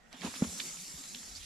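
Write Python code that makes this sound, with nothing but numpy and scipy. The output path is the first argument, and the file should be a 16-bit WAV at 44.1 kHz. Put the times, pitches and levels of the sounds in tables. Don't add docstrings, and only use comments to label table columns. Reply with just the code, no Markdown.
import sys
import numpy as np
from scipy import signal
from scipy.fft import rfft
from scipy.io import wavfile
from scipy.ndimage import uniform_filter1d

SR = 44100
rng = np.random.default_rng(int(sys.argv[2]) if len(sys.argv) > 2 else 0)


def boost(x):
    u = np.asarray(x, float) / 20
    return 10 ** u


def bounce(signal):
    frames = np.transpose(np.atleast_2d(signal))
    limited = np.clip(frames, -1, 1)
    pcm = np.round(limited * 32767).astype(np.int16)
    wavfile.write(sys.argv[1], SR, pcm)


N = 63945
T = np.arange(N) / SR


def evened(x):
    return x / np.sqrt(np.mean(x ** 2) + 1e-20)


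def smooth_twice(x, size):
    return uniform_filter1d(uniform_filter1d(x, size=size), size=size)


def read(points, hz):
    f, value = np.transpose(points)
    return np.interp(np.log(hz + 1), np.log(f + 1), value)


def add(mix, start_s, sound):
    part = mix[..., round(start_s * SR):][..., :sound.shape[-1]]
    part += sound[..., :part.shape[-1]]


def leaned(left_over_right_db):
    return boost([[left_over_right_db / 2], [-left_over_right_db / 2]])


def resonate(x, hz, width_hz):
    r = np.exp(-np.pi * width_hz / SR)
    return 2 * signal.lfilter([1 - r], [1, -r * np.exp(2j * np.pi * hz / SR)], x).real


def grains(per_s, spread_db, length):
    side, chance, size = rng.random((length, 3)).T
    return np.sign(side - .5) * (chance < per_s / SR) * boost(-spread_db * np.log(size + .06))


# (pitch [Hz], likeness [0 to 1])
LIKENESS = [(300, 0.54), (1400, 0.14), (2900, 0.74), (3600, 0.5), (4500, 0.9), (5100, 0.89), (5900, 0.035),
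            (14000, 0.059)]
# (pitch [Hz], left over right [dB])
SIDE = [(300, 1.5), (700, -2), (1500, -7), (2800, -5), (4400, -1), (6600, 1.5), (9000, -3), (14400, -11.5)]


def spread(drive, colour_db, patchy_db, same=None):
    hz, _, z = signal.stft(drive, SR, nperseg=512, noverlap=384)
    patches = rng.standard_normal(z.shape[1:])
    patches = uniform_filter1d(patches, size=6, axis=0)
    patches = evened(uniform_filter1d(patches, size=14, axis=1))
    lines = evened(uniform_filter1d(rng.standard_normal(z.shape[1:]), size=24, axis=1))
    likeness = read(LIKENESS, hz) if same is None else np.full(len(hz), same)
    c = np.clip(likeness, -1, 1)[:, None]
    lean = boost(read(SIDE, hz) / 2)[:, None]
    right = c * z[0] + np.sqrt(1 - c ** 2) * z[1]
    pair = np.array([z[0] * lean, right / lean])
    pair *= boost(colour_db(hz)[:, None] + patchy_db * np.clip(patches, -3, 2) + 2.63 * lines)
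    return evened(signal.istft(pair, SR, nperseg=512, noverlap=384)[1][:, :N])


def swells(table):
    wobble = 0.14
    out = np.zeros(N)
    for start, length, db, hz in table:
        wander = evened(smooth_twice(rng.standard_normal((2, 8000)), 500))[:, :round(length * SR)]
        shape = np.sin(np.pi * np.linspace(0, 1, wander.shape[1])) * boost(1.5 + 2.5 * wander[0])
        turns = np.cumsum(hz * (1 + wobble * wander[1])) / SR
        add(out, start, boost(db) * shape * np.sin(2 * np.pi * turns))
    return out


# (pitch [Hz], level per Hz [dB])
SHED_AIR = [(100, -46), (180, 0.5), (337, -24.5), (746, -12), (1020, -19.5), (2360, -22), (8000, -31),
            (9200, -52), (13500, -68)]


def shed():
    air = spread(rng.standard_normal((2, N)), lambda hz: read(SHED_AIR, hz), patchy_db=1.0, same=0.13)
    whine = evened(resonate(rng.standard_normal(N), hz=1887, width_hz=72))
    return boost(-62.5) * air + boost(-71) * whine * leaned(-4.2)


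# (pitch [Hz], level [dB])
DRAUGHT_COLOUR = [(10, -4), (30, 0), (48, -4), (65, -18), (85, -40)]
# (start [s], length [s], level [dB], pitch [Hz])
PUFFS = [
    (.07, 0.043, -70, 54.3),
    (.245, 0.058, -51.5, 74),
    (.415, 0.018, -44, 66.5),
    (.418, 0.016, -41, 117),
    (.455, 0.057, -50.5, 78.7),
    (.93, 0.06, -56, 76.5),
    (1.23, 0.049, -59.5, 70),
    (1.275, 0.088, -54, 48.5),
    (1.34, 0.086, -60, 76),
    (1.395, 0.06, -53, 45.4),
]


def draught():
    colour = boost(read(DRAUGHT_COLOUR, np.fft.rfftfreq(N, 1 / SR)))
    a, b = np.fft.irfft(rfft(rng.standard_normal((2, N))) * colour, N)
    steady = boost(-70.5) * evened(np.array([a, a + 1.1 * b]))
    return steady + np.array([[1.09, 0.26], [0.31, 0.83]]) @ [swells(PUFFS), swells(PUFFS)]


def walls(x):
    t60_s = 0.089
    at = np.arange(200, 8000, 22) + rng.integers(0, 22, (2, 355))
    echoes = rng.choice([-1., 1.], at.shape) * boost(-60 * at / SR / t60_s)
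    taps = np.zeros((2, 8100))
    np.put_along_axis(taps, at, echoes, axis=1)
    return signal.fftconvolve(x, taps / np.linalg.norm(taps[0]), axes=1)[:, :N]


# (time [s], rasp level [dB], extra grit [dB], pressure on the board [dB])
PULL = [(0, -88, -10, -67), (.1, -75.5, 8, -77.5), (.125, -68, 23, -75.5), (.15, -66, 20, -70),
        (.19, -61, 15, -62), (.21, -56.5, 13, -52.5), (.26, -48, 7, -37.5), (.32, -50.5, 7.5, -63),
        (.37, -47.5, 3, -63), (.43, -48.5, 3, -48), (.56, -46, 3, -57.5), (.67, -45, -2, -55),
        (.74, -49.5, 3.5, -63), (.81, -48, -2.5, -70.5), (.92, -49.5, 1.5, -71.5), (1.1, -50.5, 1.5, -72),
        (1.3, -52, 3, -67), (1.45, -54.5, -4, -79)]


def pull(column):
    rows = np.transpose(PULL)
    return np.interp(T, rows[0], rows[column])


# (pitch [Hz], width [Hz], level [dB])
BOARD_MODES = [(178, 22, 3), (225, 33, 1.5), (263.3, 19.6, 5), (346, 78, -9), (455, 210, -11.5),
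               (740, 160, -19.5)]
# (start [s], length [s], level [dB], pitch [Hz])
DRONES = [
    (.49, 0.12, -52.5, 175.5),
    (.63, 0.098, -59, 175),
    (.715, 0.16, -55, 178),
    (.96, 0.07, -59.5, 248),
    (1.13, 0.089, -56.5, 224.2),
]


def board_hum():
    rub = rng.standard_normal(N)
    flutter = evened(uniform_filter1d(rng.standard_normal(N), size=700))
    rub = rub * boost(1.2 * flutter)
    hum = np.zeros(N)
    for hz, width, db in BOARD_MODES:
        hum += boost(db) * resonate(resonate(rub, hz, width), hz, 4.0 * width)
    return (boost(pull(column=3)) * evened(hum) + swells(DRONES)) * leaned(-.6)


# (time [s], level [dB], pitch [Hz], bloom [ms])
KNOCKS = [
    (.1400, -48.5, 250, 8.8),
    (.2120, -48, 185, 6.6),
    (0.2450, -29.5, 222, 5.2),
    (0.274, -41, 252, 7.2),
    (.3600, -48.5, 236, 4.3),
    (0.4108, -40, 320, 1.8),
    (0.4218, -16.5, 200.5, 4.05),
    (0.445, -33.5, 225, 5.5),
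    (0.47, -42, 215, 5.5),
    (0.938, -46, 160, 7.5),
]


def knocks():
    overtone, drop_s = 1.92, .001
    out, t = np.zeros((2, N)), np.arange(2600) / SR
    for start, db, hz, bloom_ms in KNOCKS:
        u = t * 1000 / bloom_ms
        turns = hz * (t + 1.15 * drop_s * (1 - np.exp(-t / drop_s)))
        shape = (u * np.exp((1 - u ** 2) / 2)) ** .62
        upper = boost(-22) * np.exp(-u) * np.sin(2 * np.pi * overtone * turns)
        boom = shape * (np.sin(2 * np.pi * turns) + upper)
        noise = rng.standard_normal(len(t))
        crack = evened(resonate(resonate(noise, 550, 990.0), 550, 1200.0))
        crack = crack * np.exp(-t * 1000 / 7.2) * np.minimum(t * 1000, 1)
        add(out, start, boost(db) * (boom + boost(-24.5) * leaned(-19.5) * crack))
    return out * leaned(-.6)


# (start [s], length [s], level [dB], brightness [Hz], width [Hz])
SCRAPES = [
    (.206, 0.096, -48.5, 2900, 2300),
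    (.228, 0.058, -48, 810, 1200),
    (.345, 0.031, -47, 3060, 2600),
    (.441, 0.012, -45.5, 780, 860),
    (0.12, 0.043, -61.5, 790, 860),
    (0.48, 0.14, -53, 8000, 2500),
    (1.345, 0.048, -47.5, 5100, 2100),
    (0.577, 0.02, -45, 7500, 2000),
    (1.39, 0.087, -52.5, 3320, 1740),
    (.4356, 0.0094, -45.5, 3100, 1300),
]


def scrapes():
    out = np.zeros((2, N))
    for start, length, db, hz, width_hz in SCRAPES:
        a, b = np.array([grains(5000, 1.2, 5000) for _ in range(2)])[:, :round(length * SR)]
        slips = np.array([a, 0.63 * a + 0.76 * b])
        stroke = np.sin(np.pi * np.linspace(0, 1, len(a)) ** 0.86)
        scrape = evened(resonate(resonate(slips, hz, width_hz), hz, 2 * width_hz))
        add(out, start, boost(db) * stroke * scrape * leaned(-5))
    return out


# (start [s], length [s], level [dB], from [Hz], to [Hz])
WHISTLES = [
    (0.629, .09, -56, 5000, 4800),
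    (0.639, .1, -60.5, 2087, 2200),
    (.79, 0.15, -56, 4900, 4750),
    (1.036, 0.11, -58, 3950, 4100),
    (1.156, 0.0495, -57, 3900, 3300),
    (1.172, .11, -58, 7100, 7500),
    (1.264, 0.13, -63, 3940, 4100),
]


def whistles():
    width_hz = 380
    out = np.zeros((2, N))
    for start, length, db, from_hz, to_hz in WHISTLES:
        u = np.linspace(0, 1, round(length * SR))
        noise = rng.standard_normal((2, 8000))
        slow = evened(resonate(resonate(noise, 0, width_hz), 0, width_hz))[:, :len(u)]
        turn = 2 * np.pi * np.cumsum(from_hz + (to_hz - from_hz) * u) / SR
        whistle = slow[0] * np.cos(turn) + slow[1] * np.sin(turn)
        add(out, start, boost(db) * np.sin(np.pi * u) * whistle * np.ones((2, 1)))
    return out


# (time of peak [s], level [dB], pitch [Hz], rise [ms], fall [ms])
RINGS = [(.1281, -43, 4400, .1, 1.6), (.1282, -50, 2200, .15, 1.8), (.1285, -47, 5700, .15, 2.5),
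         (.1286, -53, 7600, .15, 2.5), (.1283, -59, 10600, .1, 1.2), (.1285, -62, 12500, .1, 1.5),
         (.137, -51, 700, 4, 8), (.2352, -38, 780, .6, 2.5), (.2432, -38, 1300, .4, 1.5),
         (.260, -39, 330, 2.5, 3), (.2672, -38, 900, .6, 2), (.266, -45, 2700, 2, 3),
         (.2755, -39, 900, 1.5, 2.5), (.435, -34, 235, 2, 4), (.4435, -48, 1050, 1.5, 2),
         (.4212, -41, 800, .4, 1), (.4228, -33, 450, .8, 2), (.6005, -41, 1750, 1.5, 1.2),
         (.600, -40, 3100, 1.8, 1.5), (.6033, -33, 2380, 1.1, 1.6), (.6033, -31.5, 3630, 1.5, 1.6),
         (.6025, -39, 4400, 2.5, 2.5), (1.1472, -36, 3940, .15, 2.5), (1.1472, -40, 2700, .2, 1.5),
         (1.1498, -38, 3490, .6, .9), (1.149, -43, 5230, .9, 1.8), (1.149, -48, 1750, .8, 1),
         (1.158, -45, 3100, 1.5, 2), (1.3535, -43, 4500, 1.2, 1.5), (1.361, -40, 4800, 1.2, 2)]


def rings():
    glide_per_s = 22
    out, t = np.zeros((2, N)), np.arange(-600, 1600) / SR
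    for peak, db, hz, rise_ms, fall_ms in RINGS:
        rise = np.exp(-.5 * (t * 1000 / rise_ms) ** 2)
        shape = np.where(t < 0, rise, np.exp(-t * 1000 / fall_ms))
        tone = np.cos(2 * np.pi * hz * t * (1 + glide_per_s * t / 2))
        add(out, peak + t[0], boost(db) * shape * tone * leaned(-4.5 * (hz > 500)))
    return out


# (pitch [Hz], level [dB])
FLEX_MODES = [(1600, -12), (2050, -6), (2450, -1), (3000, -7), (3600, 0), (4400, -6), (5400, -12)]
# (time [s], level [dB], swell [ms], pitch factor [x], left over right [dB])
CLICKS = [(.1292, -41, .7, 1.3, -6), (.2115, -40, .7, 1.4, -6), (.2195, -37, 1.5, .9, -10),
          (.2350, -38, .3, .6, -6), (.2490, -37, .9, 1.2, -6), (.2671, -36, .4, 1.3, -6),
          (.3405, -36, .9, .45, -8), (.6024, -29, 3.1, 1, -10), (.7720, -41, 1.5, 1.05, -5),
          (1.039, -40, 1.2, 1.1, -4), (1.1485, -37, 1.0, 1.08, -5), (1.232, -42, .8, .7, -5)]


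def clicks():
    out, t = np.zeros((2, N)), np.arange(-400, 600) / SR
    hz, mode_db = np.transpose(FLEX_MODES)[:, :, None]
    for time, db, swell_ms, pitch, lean_db in CLICKS:
        noise = rng.standard_normal((2, len(FLEX_MODES), len(t)))
        rattle = evened(smooth_twice(noise, 24))
        jitter = 0.63 * rattle[0] + 0.69 * rattle + 9 * noise[0, :, :1]
        modes = boost(mode_db + 3.1 * rattle[0]) * np.sin(2 * np.pi * hz * pitch * t + jitter)
        ring = modes.sum(1) * np.exp(-.5 * (t * 1000 / swell_ms) ** 2)
        add(out, time + t[0], boost(db) * ring / abs(ring).max() * leaned(lean_db))
    return out


# (pitch [Hz], level per Hz [dB])
HISS_COLOUR = [(880, -42), (1500, -14), (1780, -29), (2140, -7), (3020, -12), (4930, 0), (7390, 0.5),
               (13300, -14), (14900, -29)]
# (pitch [Hz], width [Hz], lift [dB])
BLADE_RINGS = [(2080, 420, 1.5), (3530, 180, 4.5), (4200, 280, 2), (4930, 450, -0.5), (5760, 360, 2),
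               (7100, 130, -2), (7330, 1200, 4), (8850, 1060, -3), (10170, 880, 4)]
# (pitch [Hz], level per Hz [dB])
GRIT_COLOUR = [(300, 6.5), (700, -4), (1300, 2), (2200, -1.5), (3600, 2.5), (5000, -9.5), (9000, -34),
               (13500, -47)]


def rasp():
    def hiss_db(hz):
        lift = sum(db * np.exp(-2 * ((hz - f) / w) ** 2) for f, w, db in BLADE_RINGS)
        low_cut = 14 * np.log2(np.maximum(1800 / (hz + 1), 1))
        return read(HISS_COLOUR, hz) + lift - low_cut

    flutter = evened(uniform_filter1d(rng.standard_normal(N), size=300))
    rubbing = rng.standard_normal((2, N)) * boost(0.39 * flutter)
    hiss = spread(rubbing, hiss_db, patchy_db=1.5)
    slips = np.array([grains(per_s=2500, spread_db=2, length=N) for _ in range(2)])
    grit = spread(slips, lambda hz: read(GRIT_COLOUR, hz), patchy_db=2.5)
    return boost(pull(column=1)) * (boost(3.0) * hiss + boost(-9 + pull(column=2)) * grit)


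def scene():
    near = scrapes() + clicks() + rings()
    heard = rasp() + board_hum() + knocks() + near + boost(-8) * walls(near) + shed()
    lowest = signal.butter(N=2, Wn=105, btype="high", fs=SR, output="sos")
    return signal.sosfiltfilt(lowest, heard) + draught() + whistles()


def band_limit(x):
    return signal.sosfilt(signal.butter(12, 15040, fs=SR, output="sos"), x)


def record(dry):
    soft = signal.sosfilt(signal.butter(N=4, Wn=13700, fs=SR, output="sos"), dry)
    return band_limit(soft)


dry = scene()
out = record(dry)
bounce(out)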